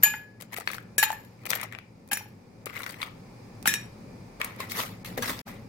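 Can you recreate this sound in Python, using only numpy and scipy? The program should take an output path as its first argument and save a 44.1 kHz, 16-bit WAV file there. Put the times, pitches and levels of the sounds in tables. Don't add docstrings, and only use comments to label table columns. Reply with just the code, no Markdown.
import sys
import numpy as np
from scipy import signal
from scipy.fft import rfft, irfft, next_fast_len
from scipy.io import wavfile
from scipy.ndimage import uniform_filter1d, minimum_filter1d, map_coordinates

SR = 44100
rng = np.random.default_rng(int(sys.argv[2]) if len(sys.argv) > 2 else 0)


def materialize(psi):
    bounded = np.clip(np.atleast_2d(psi).T, -1, 1)
    quanta = np.round(bounded * 32767).astype(np.int16)
    wavfile.write(sys.argv[1], SR, quanta)


def voltage_ratio(decibels):
    exponent = np.asarray(decibels, float) / 20
    return 10 ** exponent


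N = 250833
TOP_HZ = 16000

# pitch in Hz, time to fall 60 dB in s, left-right difference in dB.
GLASS = [(870, 0.0589, -3), (1691, 0.44, 8), (1760, 0.11, 3), (2460, 0.246, 0), (3800, 0.14, 1),
         (5620, 0.27, -0.5), (6815, 0.084, -6.5), (6984, 0.23, 3), (8060, 0.071, 11.5), (10050, 0.038, 4),
         (10620, 0.076, 5), (11230, 0.1, 7), (12030, 0.051, 6), (13100, 0.036, 8)]
# start in s, free ringing in s, then extra damping by resting ice in dB/s.
BLOWS = [
    (.0338, .3, 0),
    (.9815, .046, 900),
    (1.0273, .015, 60),
    (2.1315, .04, 120),
    (3.675, .06, 200),
    (3.738, .03, 10),
]
# time in s, hiss in dB.
ROOM_HISS = [(0.01, -56.5), (0.35, -64.5), (0.9, -60), (1.35, -60), (1.9, -63), (2.5, -61.5), (2.95, -58.5),
             (3.4, -55.5), (3.9, -55.5), (4.5, -55.5), (5, -55.5), (5.3, -50), (5.6, -57)]


def unit(x):
    return x / np.sqrt(np.mean(x ** 2) + 1e-20)


def along(points, hz):
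    f, v = np.transpose(points)
    return np.interp(np.log(hz + 1), np.log(f + 1), v)


def curves(rows):
    s, *cols = np.transpose(rows)
    return np.array([np.interp(np.arange(N) / SR, s, c) for c in cols])


def wobble(rate):
    knots = rng.standard_normal(int(N * rate / SR) + 4)
    return map_coordinates(knots, [np.arange(N) * rate / SR])


def filtered(x, response):
    m = next_fast_len(x.shape[-1] + 4096)
    return irfft(rfft(x, m) * response(np.fft.rfftfreq(m, 1 / SR)), m)[..., :x.shape[-1]]


def rush(spectrum, source):
    # frequency in Hz, left-right likeness from 0 to 1.
    alike = [(130, .97), (290, 0.91), (640, 0.25), (1400, 0.041)]

    def colour(hz):
        turn = np.arccos(np.clip(along(alike, hz), -1, 1)) / 2
        return voltage_ratio(along(spectrum, hz)) * [np.cos(turn), np.sin(turn)]

    mid, side = filtered(source, colour)
    return unit(np.array([mid + side, mid - side]))


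def add(out, s, pair, lag=0):
    for ch in range(2):
        out[ch, round(s * SR) + ch * lag:][:pair.shape[1]] += pair[ch]


def background():
    # frequency in Hz, level in dB per Hz; the same for all three.
    fridge_colour = [(42, -29.5), (72, -20.5), (112, 2), (141, -9), (182, -2.5), (340, -14), (560, -14),
                     (900, -58)]
    rumble_colour = [(12, -35), (22, -8.5), (45, -1), (75, -8), (100, -62.5)]
    hiss_colour = [(350, -18.5), (800, 0), (1670, -14), (2340, -9), (3040, -22), (4940, -15.5), (5670, -19),
                   (16000, -31.5)]
    hiss_db = curves(ROOM_HISS)[0]
    mean_db = hiss_db.mean()
    swing_db = hiss_db - mean_db
    hum_db = mean_db + 10.5 + 0.78 * swing_db
    rumble_db = mean_db - 6.5 + 1.5 * swing_db
    noise = rng.standard_normal((3, 2, N))
    hum = voltage_ratio(hum_db + 1.4 * wobble(6)) * rush(fridge_colour, noise[0])
    rumble = voltage_ratio(rumble_db + 2.7 * wobble(6.66)) * rush(rumble_colour, noise[1])
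    return (hum + rumble) * voltage_ratio([[.7], [-.7]]) + voltage_ratio(hiss_db) * rush(hiss_colour, noise[2])


def whines():
    # pitch in Hz, level in dB against the hiss.
    motor_tones = [(1760, -18), (2400, -19), (4931, -20), (6444, -27.5)]
    t, hiss_db = np.arange(N) / SR, curves(ROOM_HISS)[0]
    out = np.zeros((2, N))
    for hz, db in motor_tones:
        level_db = hiss_db + db + 4 * np.array([wobble(25), wobble(25)])
        out += voltage_ratio(level_db) * np.sin(2 * np.pi * hz * t + 1.5 * wobble(40))
    return out


def kitchen(x):
    # frequency in Hz, time to fall 60 dB in s.
    decay = [(300, 0.26), (2000, 0.38), (6000, 0.2616), (14000, 0.043)]
    out, step = np.zeros((2, N + SR)), SR // 3
    for start in range(0, N, step):
        hz, t, z = signal.stft(rng.standard_normal((2, SR // 3)), SR, nperseg=256)
        fade = voltage_ratio(-60 * t / along(decay, hz)[:, None])
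        tail = signal.istft(z * fade, SR, nperseg=256)[1]
        tail /= np.linalg.norm(tail[0])
        add(out, start / SR + 0.0037, signal.fftconvolve(x[:, start:start + step], tail, axes=1))
    return out[:, :N]


def swells(rows):
    t, levels = np.arange(N) / SR, []
    for s, body_db, crisp_db, rise, fall in rows:
        down_db = 24 * np.maximum((s - t) / rise, (t - s) / fall)
        levels.append([body_db - down_db, crisp_db - 1.226 * down_db])
    return np.max(levels, axis=0)


def bag(spans, crackle_db, patchy_db, pan_db):
    # frequency in Hz, level in dB per Hz; the same for both.
    body_colour = [(290, -11), (500, 0.5), (829, -1), (1240, 4), (1520, -2.5), (2020, 6), (4500, -26.5),
                   (5850, -73)]
    crisp_colour = [(2060, -18), (3500, -0.5), (4100, -1), (6530, -5.5), (9300, -7), (12300, -3.5),
                    (14000, -3.5), (15700, -7)]
    body_db, crisp_db = swells(spans)
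    rough = voltage_ratio(crackle_db * wobble(250)) * rng.standard_normal((2, N))
    z = signal.stft(rough, nperseg=256)[2]
    patches = uniform_filter1d(rng.standard_normal(z.shape[1:]), size=2, axis=0)
    patches = unit(uniform_filter1d(patches, size=7, axis=1))
    creases = signal.istft(z * voltage_ratio(patchy_db * patches), nperseg=256)[1][:, :N]
    film = voltage_ratio(body_db) * rush(body_colour, creases) + voltage_ratio(crisp_db) * rush(crisp_colour, creases)
    return film * voltage_ratio([[pan_db], [-pan_db]])


def rummage():
    # peak in s, body in dB, crisp top in dB, rise in s, fall in s (over 24 dB); the same for both.
    squeezes = [(0.405, -43, -43, 0.01, 0.054), (0.535, -42.5, -44, 0.034, 0.055),
                (0.572, -38.5, -43.5, 0.024, 0.095), (0.675, -38, -43, 0.0066, 0.09),
                (0.75, -50, -44, 0.19, 0.089), (1.46, -40.5, -52, 0.011, .08),
                (1.497, -50, -35, 0.011, 0.11), (1.55, -34, -34, 0.11, 0.059),
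                (1.63, -38, -48, 0.19, 0.069), (1.738, -45, -62.5, 0.033, 0.084),
                (2.668, -41.5, -47.5, 0.023, 0.097), (2.77, -42, -44.5, 0.1, 0.21),
                (2.86, -45.5, -47, 0.13, 0.36), (3.035, -39, -44, 0.13, 0.075)]
    slides = [(4.402, -37, -51, 0.0049, 0.23), (4.44, -42.5, -46.5, 0.045, 0.21),
              (4.605, -36, -40.5, 0.03, 0.13), (4.708, -44, -37, 0.026, 0.24),
              (4.79, -32, -29, 0.091, 0.15), (5.05, -44, -41.5, 0.0079, 0.17),
              (5.18, -37.5, -39.5, 0.021, 0.087), (5.228, -33, -33, 0.014, 0.11),
              (5.3, -33.5, -29.5, 0.14, 0.068), (5.33, -42.5, -43.5, 0.066, 0.33),
              (5.48, -43, -47, 0.03, 0.16)]
    film = bag(squeezes, crackle_db=4.5, patchy_db=4.5, pan_db=3.0)
    ice = bag(slides, crackle_db=1.5, patchy_db=3.5, pan_db=1.0)
    return film + ice


def burst(t, hz, cycles, t60):
    puff = voltage_ratio(-60 * t / t60) * rng.standard_normal((2, len(t)))
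    puff[:, :4] *= 2.5
    puff[1] += .5 * puff[0]
    loss = voltage_ratio(-60 * hz / cycles / SR)
    rung = signal.lfilter([1], [1, -2 * loss * np.cos(2 * np.pi * hz / SR), loss ** 2], puff)
    return rung / np.max(np.abs(rung), axis=1, keepdims=True)


def contacts():
    # start in s, knock in dB, knock in Hz, tick in dB, tick in Hz.
    touches = [(0.027, -24, 1700, -18, 6950), (0.034, -11, 1770, -5, 11400), (0.138, -21, 1470, -58, 6750),
               (0.9814, -24, 1730, 0.5, 11860), (1.0278, -3, 1760, -5, 13100),
               (1.1033, -14, 887, -27, 7150), (1.118, -29, 2400, -21.5, 6900),
               (1.128, -28, 833, -28, 12200), (1.249, -48, 726, -34.5, 13000),
               (2.076, -49, 1900, -36, 13000), (2.088, -52, 1840, -33.5, 10000),
               (2.115, -21, 2350, -25, 13000), (2.1188, -17, 1620, -24, 14400),
               (2.1317, -14.5, 1710, -8.5, 10200), (2.1716, -19, 1840, -15.5, 10400),
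               (3.6264, -36, 720, -28.5, 5580), (3.657, -7.5, 1335, -20, 10500),
               (3.6743, -6.5, 1810, -2, 13600), (3.6823, -18, 3640, -7, 10700),
               (3.739, -10, 1830, -6, 6300)]
    # start in s, knock in dB, knock in Hz, tick in dB.
    knocks = [(0.5645, -24, 2160, -24.5), (0.5836, -23.5, 716, -26.5), (0.6745, -8.5, 1700, -31),
              (0.7017, -22, 1250, -38), (0.7488, -26.5, 1440, -28), (0.782, -22, 1420, -36),
              (1.5039, -22, 2280, -4), (1.5324, -8, 2250, -25.5), (1.5519, -28, 3060, -11.5),
              (1.6135, -24, 2200, -16.5), (1.6361, -29, 1260, -19.5), (1.7495, -22.5, 2200, -53),
              (1.7869, -23.5, 2490, -36), (2.6677, -22.5, 1200, -31), (2.7768, -21, 2850, -42),
              (2.8048, -27.5, 1100, -37), (2.8328, -23.5, 3750, -30), (2.8635, -18, 1270, -26),
              (3.0162, -17.5, 3570, -25.5), (3.0285, -17.5, 1246, -33), (4.4148, -8, 2310, -18.5),
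              (4.445, -20, 1080, -17), (4.6028, -27, 1160, -19.5), (4.7186, -19, 2250, -15),
              (4.8022, -18.5, 3150, -25), (5.1767, -19, 760, -18), (5.2235, -26, 2540, -17.5),
              (5.2569, -21, 2270, -24), (5.295, -17, 2050, -27), (5.391, -25.5, 4850, -30.5)]
    # start in s, knock in dB, tick in dB.
    creases = [(0.4027, -35.5, -43), (0.411, -44, -25.5), (0.4214, -42, -26.5), (0.5313, -39, -28),
               (0.5404, -28.5, -25.5), (0.5781, -41, -24), (0.6003, -31, -22), (0.6662, -54, -50),
               (0.715, -41, -22.5), (0.7333, -21.5, -22), (1.455, -25.5, -22.5), (1.464, -33, -20),
               (1.491, -34, -32), (1.5701, -35, -32), (1.605, -28, -50), (1.526, -20, -40),
               (1.544, -28, -27), (1.558, -30, -28), (1.598, -23, -48), (1.632, -43, -24),
               (1.714, -36, -54), (0.572, -35, -27), (0.692, -28, -48), (4.399, -41.5, -34),
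               (4.562, -40, -36), (5.047, -28.5, -26.5), (1.651, -29, -41), (1.7245, -25, -29),
               (1.733, -29.5, -44.5), (2.658, -51.5, -17.5), (2.698, -30.5, -38), (2.732, -34, -52),
               (2.7595, -29, -47), (2.767, -32, -45), (2.82, -49, -27), (2.8932, -30, -25),
               (2.907, -50, -25), (2.923, -51, -28), (2.9299, -35, -42), (3.013, -33, -49),
               (3.0597, -39, -39), (2.7524, -30, -45), (2.745, -34, -48), (2.7725, -27.5, -45),
               (2.942, -31.5, -46), (2.6736, -29, -45), (4.6106, -26, -40.5), (2.693, -33, -48)]
    # time in s, left-right difference in dB.
    places = [(0, 2.5), (.4, 11), (1.0, 1.5), (1.5, 9), (2.1, 2), (2.8, 10), (3.6, -2.5), (5.69, 8)]
    out, t = np.zeros((2, N + SR)), np.arange(SR // 30) / SR
    pan_db = curves(places)[0]
    in_bag = knocks + [(s, knock_db, 2110, tick_db) for s, knock_db, tick_db in creases]
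    pitch = np.minimum(11300 * np.exp(0.23 * rng.standard_normal(len(in_bag))), TOP_HZ)
    every = touches + [(*row, hz) for row, hz in zip(in_bag, pitch)]
    for s, knock_db, knock_hz, tick_db, tick_hz in every:
        knock = 0.55 * burst(t, knock_hz, cycles=17, t60=0.015) + .5 * burst(t, 2300, cycles=7.6, t60=0.0099)
        tick = 0.44 * burst(t, tick_hz, cycles=12.2, t60=0.00766) + 0.69 * burst(t, 12150, cycles=1.4, t60=0.02)
        side = voltage_ratio(pan_db[round(s * SR)] * np.array([[.5], [-.5]]))
        snap = (voltage_ratio(knock_db) * knock + voltage_ratio(tick_db) * tick) * side
        add(out, s + .0002, snap, lag=22)
    small = lambda hz: (hz / 550) ** 2 / (1 + (hz / 550) ** 2)
    return filtered(out[:, :N], small)


def lone_tones():
    # start in s, level in dB, pitch in Hz, time to fall 60 dB in s.
    damped_tones = [(0.052, -23, 2460, 0.22), (0.062, -25, 870, 0.03), (.138, -28, 870, 0.036),
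                    (0.584, -30.5, 445, 0.026), (.981, -20.5, 425, 0.012), (4.602, -29.5, 1073, 0.066),
                    (1.103, -18.5, 855, 0.039), (1.128, -23.5, 870, 0.029), (2.115, -27, 823, 0.06),
                    (2.124, -33, 234, 0.059), (2.208, -34, 860, 0.04), (2.666, -21, 440, 0.013),
                    (3.677, -23.5, 194, 0.033), (5.176, -22, 507, 0.037), (5.19, -17, 486, 0.02),
                    (5.182, -31, 242, 0.24), (5.222, -29, 1654, 0.16), (5.293, -28.5, 252, 0.048),
                    (5.312, -27, 256, 0.033), (1.036, -24, 15330, 0.035), (3.675, -32, 15300, .08),
                    (.036, -31.5, 2930, 0.19), (.034, -34, 4600, .1), (.034, -37, 7600, 0.067),
              (.034, -35.5, 8543, 0.083), (.034, -33, 5270, 0.073), (.034, -36, 3220, 0.047),
              (.034, -35.5, 11460, .1), (2.132, -32, 5620, 0.13), (5.223, -34.5, 3324, 0.076),
              (5.223, -33, 4460, .05), (5.257, -33, 5300, 0.074), (5.223, -25, 6030, 0.042),
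              (3.658, -23.5, 860, 0.042), (1.504, -15, 5810, 0.011), (.138, -31.5, 1896, 0.056),
              (.138, -33, 2120, 0.057), (.982, -20, 13730, .03), (.982, -46, 4511, .1),
              (.982, -38, 14450, .07), (1.028, -23, 4170, .06), (1.028, -34, 3000, 0.083),
              (1.036, -28, 13970, .035), (1.036, -34, 6848, 0.034), (1.13, -33, 12000, 0.042),
              (2.115, -31, 2473, 0.071), (2.132, -33, 12800, .05), (2.132, -36, 15300, .04),
              (2.172, -38, 15630, .04), (2.172, -31, 10500, 0.036), (2.176, -37, 13730, 0.044),
              (2.205, -44, 15200, .03), (3.683, -30, 3460, 0.088), (3.683, -33, 8000, 0.11),
              (3.683, -29.5, 12810, 0.1), (3.675, -29, 13770, .06), (3.683, -30, 10900, 0.068),
              (.584, -23, 13200, .02), (.675, -23.5, 4440, 0.024), (1.491, -29, 12300, 0.032),
              (1.497, -27, 12300, 0.038), (1.553, -19.5, 12300, 0.024), (4.415, -20, 2240, 0.033),
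              (4.446, -26, 9200, 0.022), (4.446, -25, 13100, 0.018), (4.603, -35, 2090, 0.049),
              (2.802, -41, 12200, 0.025), (3.0285, -23, 2230, 0.023), (3.016, -27.5, 4110, 0.023),
                    (1.0276, -12.5, 1850, 0.034), (1.0311, -18.5, 2130, 0.024), (1.0341, -15.5, 1570, 0.021),
                 (1.0371, -17.5, 1870, 0.017), (1.0331, -20, 1310, 0.022), (1.0276, -16.5, 878, 0.045),
                 (1.0971, -34, 1500, 0.046), (1.1281, -28.5, 1760, 0.075), (2.1141, -24.5, 1650, 0.064),
                 (2.1211, -30, 2100, 0.031), (2.1241, -27.5, 1750, 0.036), (2.1261, -31, 1290, 0.027),
                 (2.1581, -36, 1750, 0.035), (2.1711, -30, 2600, 0.033), (2.2581, -41, 834, 0.031),
                 (3.6841, -25, 1800, 0.074), (3.6841, -24.5, 1723, 0.074), (3.6841, -33, 8183, 0.096),
                 (3.6831, -24.5, 6126, 0.038), (3.7391, -28.5, 2660, 0.034), (5.4691, -33, 787, 0.023),
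                 (3.0291, -22, 3340, .012), (3.0291, -24, 4700, 0.012), (2.8, -29, 1400, 0.027),
                 (3.7391, -34, 2460, 0.28)]
    out = np.zeros((2, N + SR))
    for s, db, hz, t60 in damped_tones:
        t, knots = np.arange(int(SR * t60) + 64) / SR, rng.standard_normal(64)
        drift = 1.8 * hz / 9000 * np.interp(t * 150, np.arange(64), knots)
        apart = knots[-1] * min(hz / 3000, 1) * np.array([[.5], [-.5]])
        fade = voltage_ratio(db - 60 * t / t60) * (1 - np.exp(-t / 0.0012))
        tone = fade * np.sin(2 * np.pi * hz * t + drift + apart)
        add(out, s, tone * voltage_ratio([[1.5], [-1.5]]))
    return out[:, :N]


def strengths():
    # level in dB, then dB per unit of depth in the glass,
    # of edge sharpness, of turn round the wall.
    shape = np.array([(-4.5, 1, -10, -5), (-0.5, 6, 6.5, 3.5), (5, -7, 1, -2.5), (0.5, -3.5, -2, -1.5),
                      (-5.5, -5, 6.5, -8.5), (-3.5, -9, 0.1, 7.5), (3, 4.5, 1, 0.5), (0.9, 7, -0.5, -3.5),
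                      (1.5, -6.5, 1, 1.5), (1.5, -3.5, -7.5, 8), (-4, -6, 11.5, 4), (-4.5, 7, -2.5, -2),
                      (5.5, 11, 2, 1.5), (10.5, 7, 1.5, 1.5)])
    # strength in dB, then depth, edge sharpness and turn, about -1.3 to 1.7.
    landing = np.array([(-29, 1.72, -0.17, 0.18), (-28, 0.19, 1.08, 0.274), (-33.5, 0.23, -1.26, -0.98),
                        (-36, 0.18, -1.16, 0.92), (-30.5, -0.88, 0.6, -0.03), (-42, -1.15, -0.02, -0.48)])
    # blow in s, mode in Hz, change in dB.
    held = [(.9815, 6984, -5), (.9815, 2460, -1), (.9815, 10620, 3), (1.0273, 1691, -6),
            (1.0273, 870, -1.5), (1.0273, 6984, -5), (1.0273, 11230, -5), (1.0273, 3800, 3),
            (2.1315, 6815, -2), (2.1315, 6984, -2), (2.1315, 11230, -7), (2.1315, 1691, -2),
            (3.675, 5620, -3), (3.675, 6984, 1), (3.675, 8060, -5), (3.675, 3800, 2), (3.738, 3800, 5.5),
            (3.738, 8060, 0.5), (3.738, 1760, -6.5), (3.738, 5620, 0.5)]
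    hz, when = np.array(GLASS)[:, :1], np.array(BLOWS)[:, 0]
    held_db = 0
    for s, mode_hz, db in held:
        same_mode = np.abs(np.log(hz / mode_hz)) < .012
        held_db = held_db + db * same_mode * (np.abs(when - s) < .01)
    return shape[:, :1] + landing[:, 0] + shape[:, 1:] @ landing[:, 1:].T + held_db


def chatter():
    # start in s, level in dB, fast fall in dB/s,
    # lingering level in dB, slow fall in dB/s.
    spells = [
        (0.031, -28.5, 224, -58, 296),
        (0.98, -37.5, 269.5, -55, 106.5),
        (1.027, -28, 700, -49.5, 114),
        (2.113, -46, 180, -57, 140),
        (3.656, -38, 137, -70, 200),
        (3.737, -42, 502, -55, 149.5),
    ]
    # wall modes in dB, dull clatter in dB, top in Hz.
    balance = [(-0.5, -4.5, 13160), (-0.5, 1.5, 15800), (0.5, -1.5, 15800), (2, 1.5, 15800),
               (-1.5, 1, 15700), (-0.5, -2, 14000)]
    # depth from 0 to 1, width in Hz.
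    hollow = [(.95, 1100), (.5, 700), (.85, 600), (.85, 650), (.85, 650), (.85, 600)]
    out, bounces = np.zeros((2, N + SR)), voltage_ratio(2.62 * wobble(160)) * rng.standard_normal((2, N))
    hz, strength_db = np.array(GLASS)[:, :1], strengths()
    t = np.arange(SR // 3) / SR
    ends = [row[0] for row in spells[1:]] + [N]

    fine_hz, fine_width, fine_share = rng.uniform(974, TOP_HZ, (70, 1)), 66, 0.54
    grid = np.arange(SR // 2, step=8)
    loss = 1j * grid * fine_width
    comb = np.sum(loss / (fine_hz ** 2 - grid ** 2 + loss), axis=0)

    for k, (s, db, fast, linger_db, slow) in enumerate(spells):
        start = round(s * SR)
        wall_db, dull_db, top_hz = balance[k]
        depth, width = hollow[k]
        fall = voltage_ratio(np.maximum(db - fast * t, linger_db - slow * t))
        piece = fall * (t < ends[k] + .01 - s) * bounces[:, start:start + SR // 3]
        share = voltage_ratio(0.48 * (strength_db[:, k:k + 1] - strength_db[:, k].max()))
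        share = share * (-1) ** np.arange(len(hz))[:, None]

        def response(f):
            modes = (1j * f * 0.028 * hz / (hz ** 2 - f ** 2 + 1j * f * 0.026 * hz)) ** 2
            wall = np.sum(share * modes, axis=0)
            dull = 0.57 * (f / 2200) / (1 + (f / 2200) ** 1.73) / (1 + (f / 6500) ** 3)
            dull = dull + 0.055 * (f / 12000) ** 3
            fine = 1 - fine_share + 2 * fine_share * np.interp(f, grid, comb)
            dip = 1 - depth * np.exp(-((f - 9430) / width) ** 4)
            return (voltage_ratio(wall_db) * wall + voltage_ratio(dull_db) * dull * fine) * dip / (1 + (f / top_hz) ** 40)

        add(out, start / SR, filtered(piece, response))
    return voltage_ratio(22.0) * out[:, :N] * voltage_ratio([[2.2], [-2.2]])


def glass():
    loose = [0.458, 0.85, 0.72, 0.85, 1.04, 1.4]
    out, t = np.zeros((2, N + SR)), np.arange(SR * 2 // 5) / SR
    table = np.array(GLASS)[:, :, None]
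    hz, t60, pan_db = table[:, 0], table[:, 1], table[:, 2]
    side = voltage_ratio(pan_db * [[[.5]], [[-.5]]])
    strength_db = strengths()
    for k, (s, free, damping) in enumerate(BLOWS):
        apart = rng.uniform(-1.4, 1.4, (2, *hz.shape)) * np.clip(hz / 4500, .25, 1)
        phase = 2 * np.pi * rng.random(hz.shape) + apart
        knots = rng.standard_normal((2, len(hz), 64))
        wander = np.array([[np.interp(t * 110, np.arange(64), row) for row in part] for part in knots])
        shake = wander * loose[k] * (hz / 7000) ** 0.93
        fade_db = -60 * t / t60 - damping * np.maximum(t - free, 0) + 5.1 * shake[0]
        tone = np.sin(2 * np.pi * hz * t + phase + 1.53 * shake[1])
        ring = side * voltage_ratio(strength_db[:, k, None] + fade_db) * tone
        add(out, s, ring.sum(axis=1) * (1 - np.exp(-t / 0.0015)))
    return out[:, :N]


def scene():
    ring, hits = glass(), contacts() + lone_tones() + chatter()
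    room = kitchen(voltage_ratio(-11.5) * ring + voltage_ratio(-13) * hits)
    return ring + hits + room + rummage() + background() + whines()


def starved(x):
    floor_hz, quiet_db = 5000, -51
    hz, _, z = signal.stft(x, SR, nperseg=2048)
    high = hz[:, None] > floor_hz
    power = np.sum(np.abs(z) ** 2, axis=0) * high + 1e-20
    band_db = 10 * np.log10(np.abs(uniform_filter1d(power, size=8, axis=0)))
    margin_db = np.where(power.sum(axis=0) < voltage_ratio(2 * quiet_db), -1.5, -7)
    weak = (band_db < margin_db + uniform_filter1d(band_db, size=100, axis=0)) & high
    kept = minimum_filter1d(1. * ~weak, size=4, axis=0)
    thin = signal.istft(z * kept, nperseg=2048)[1][:, :N]
    treble = filtered(thin, lambda f: f > floor_hz / 2)
    level = np.abs(uniform_filter1d(np.sum(treble ** 2, axis=0), size=128))
    reach = int(.012 * SR)
    coming = -minimum_filter1d(-level, size=reach, origin=-(reach // 2))
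    hush = (coming > voltage_ratio(2 * 19) * level) & (level < voltage_ratio(2 * quiet_db))
    return thin - 0.97 * treble * uniform_filter1d(1. * hush, size=200)


def splice():
    start, gap, cut, back = 5.415, 0.052, 0.004, 0.018
    edges = start + np.array([0, cut, gap - back, gap])
    return voltage_ratio(-58 * np.interp(np.arange(N) / SR, edges, [0, 1, 1, 0]) ** 1.7)


def roll_off(x):
    return signal.sosfilt(signal.butter(12, 16990, fs=SR, output="sos"), x)


def record(dry):
    soft = dry / (1 + np.abs(dry / .9) ** 6) ** (1 / 6)
    limited = filtered(soft, lambda hz: voltage_ratio(-.05 * np.maximum(hz - TOP_HZ, 0)))
    return roll_off(starved(limited) * splice())


dry = scene()
out = record(dry)
materialize(out)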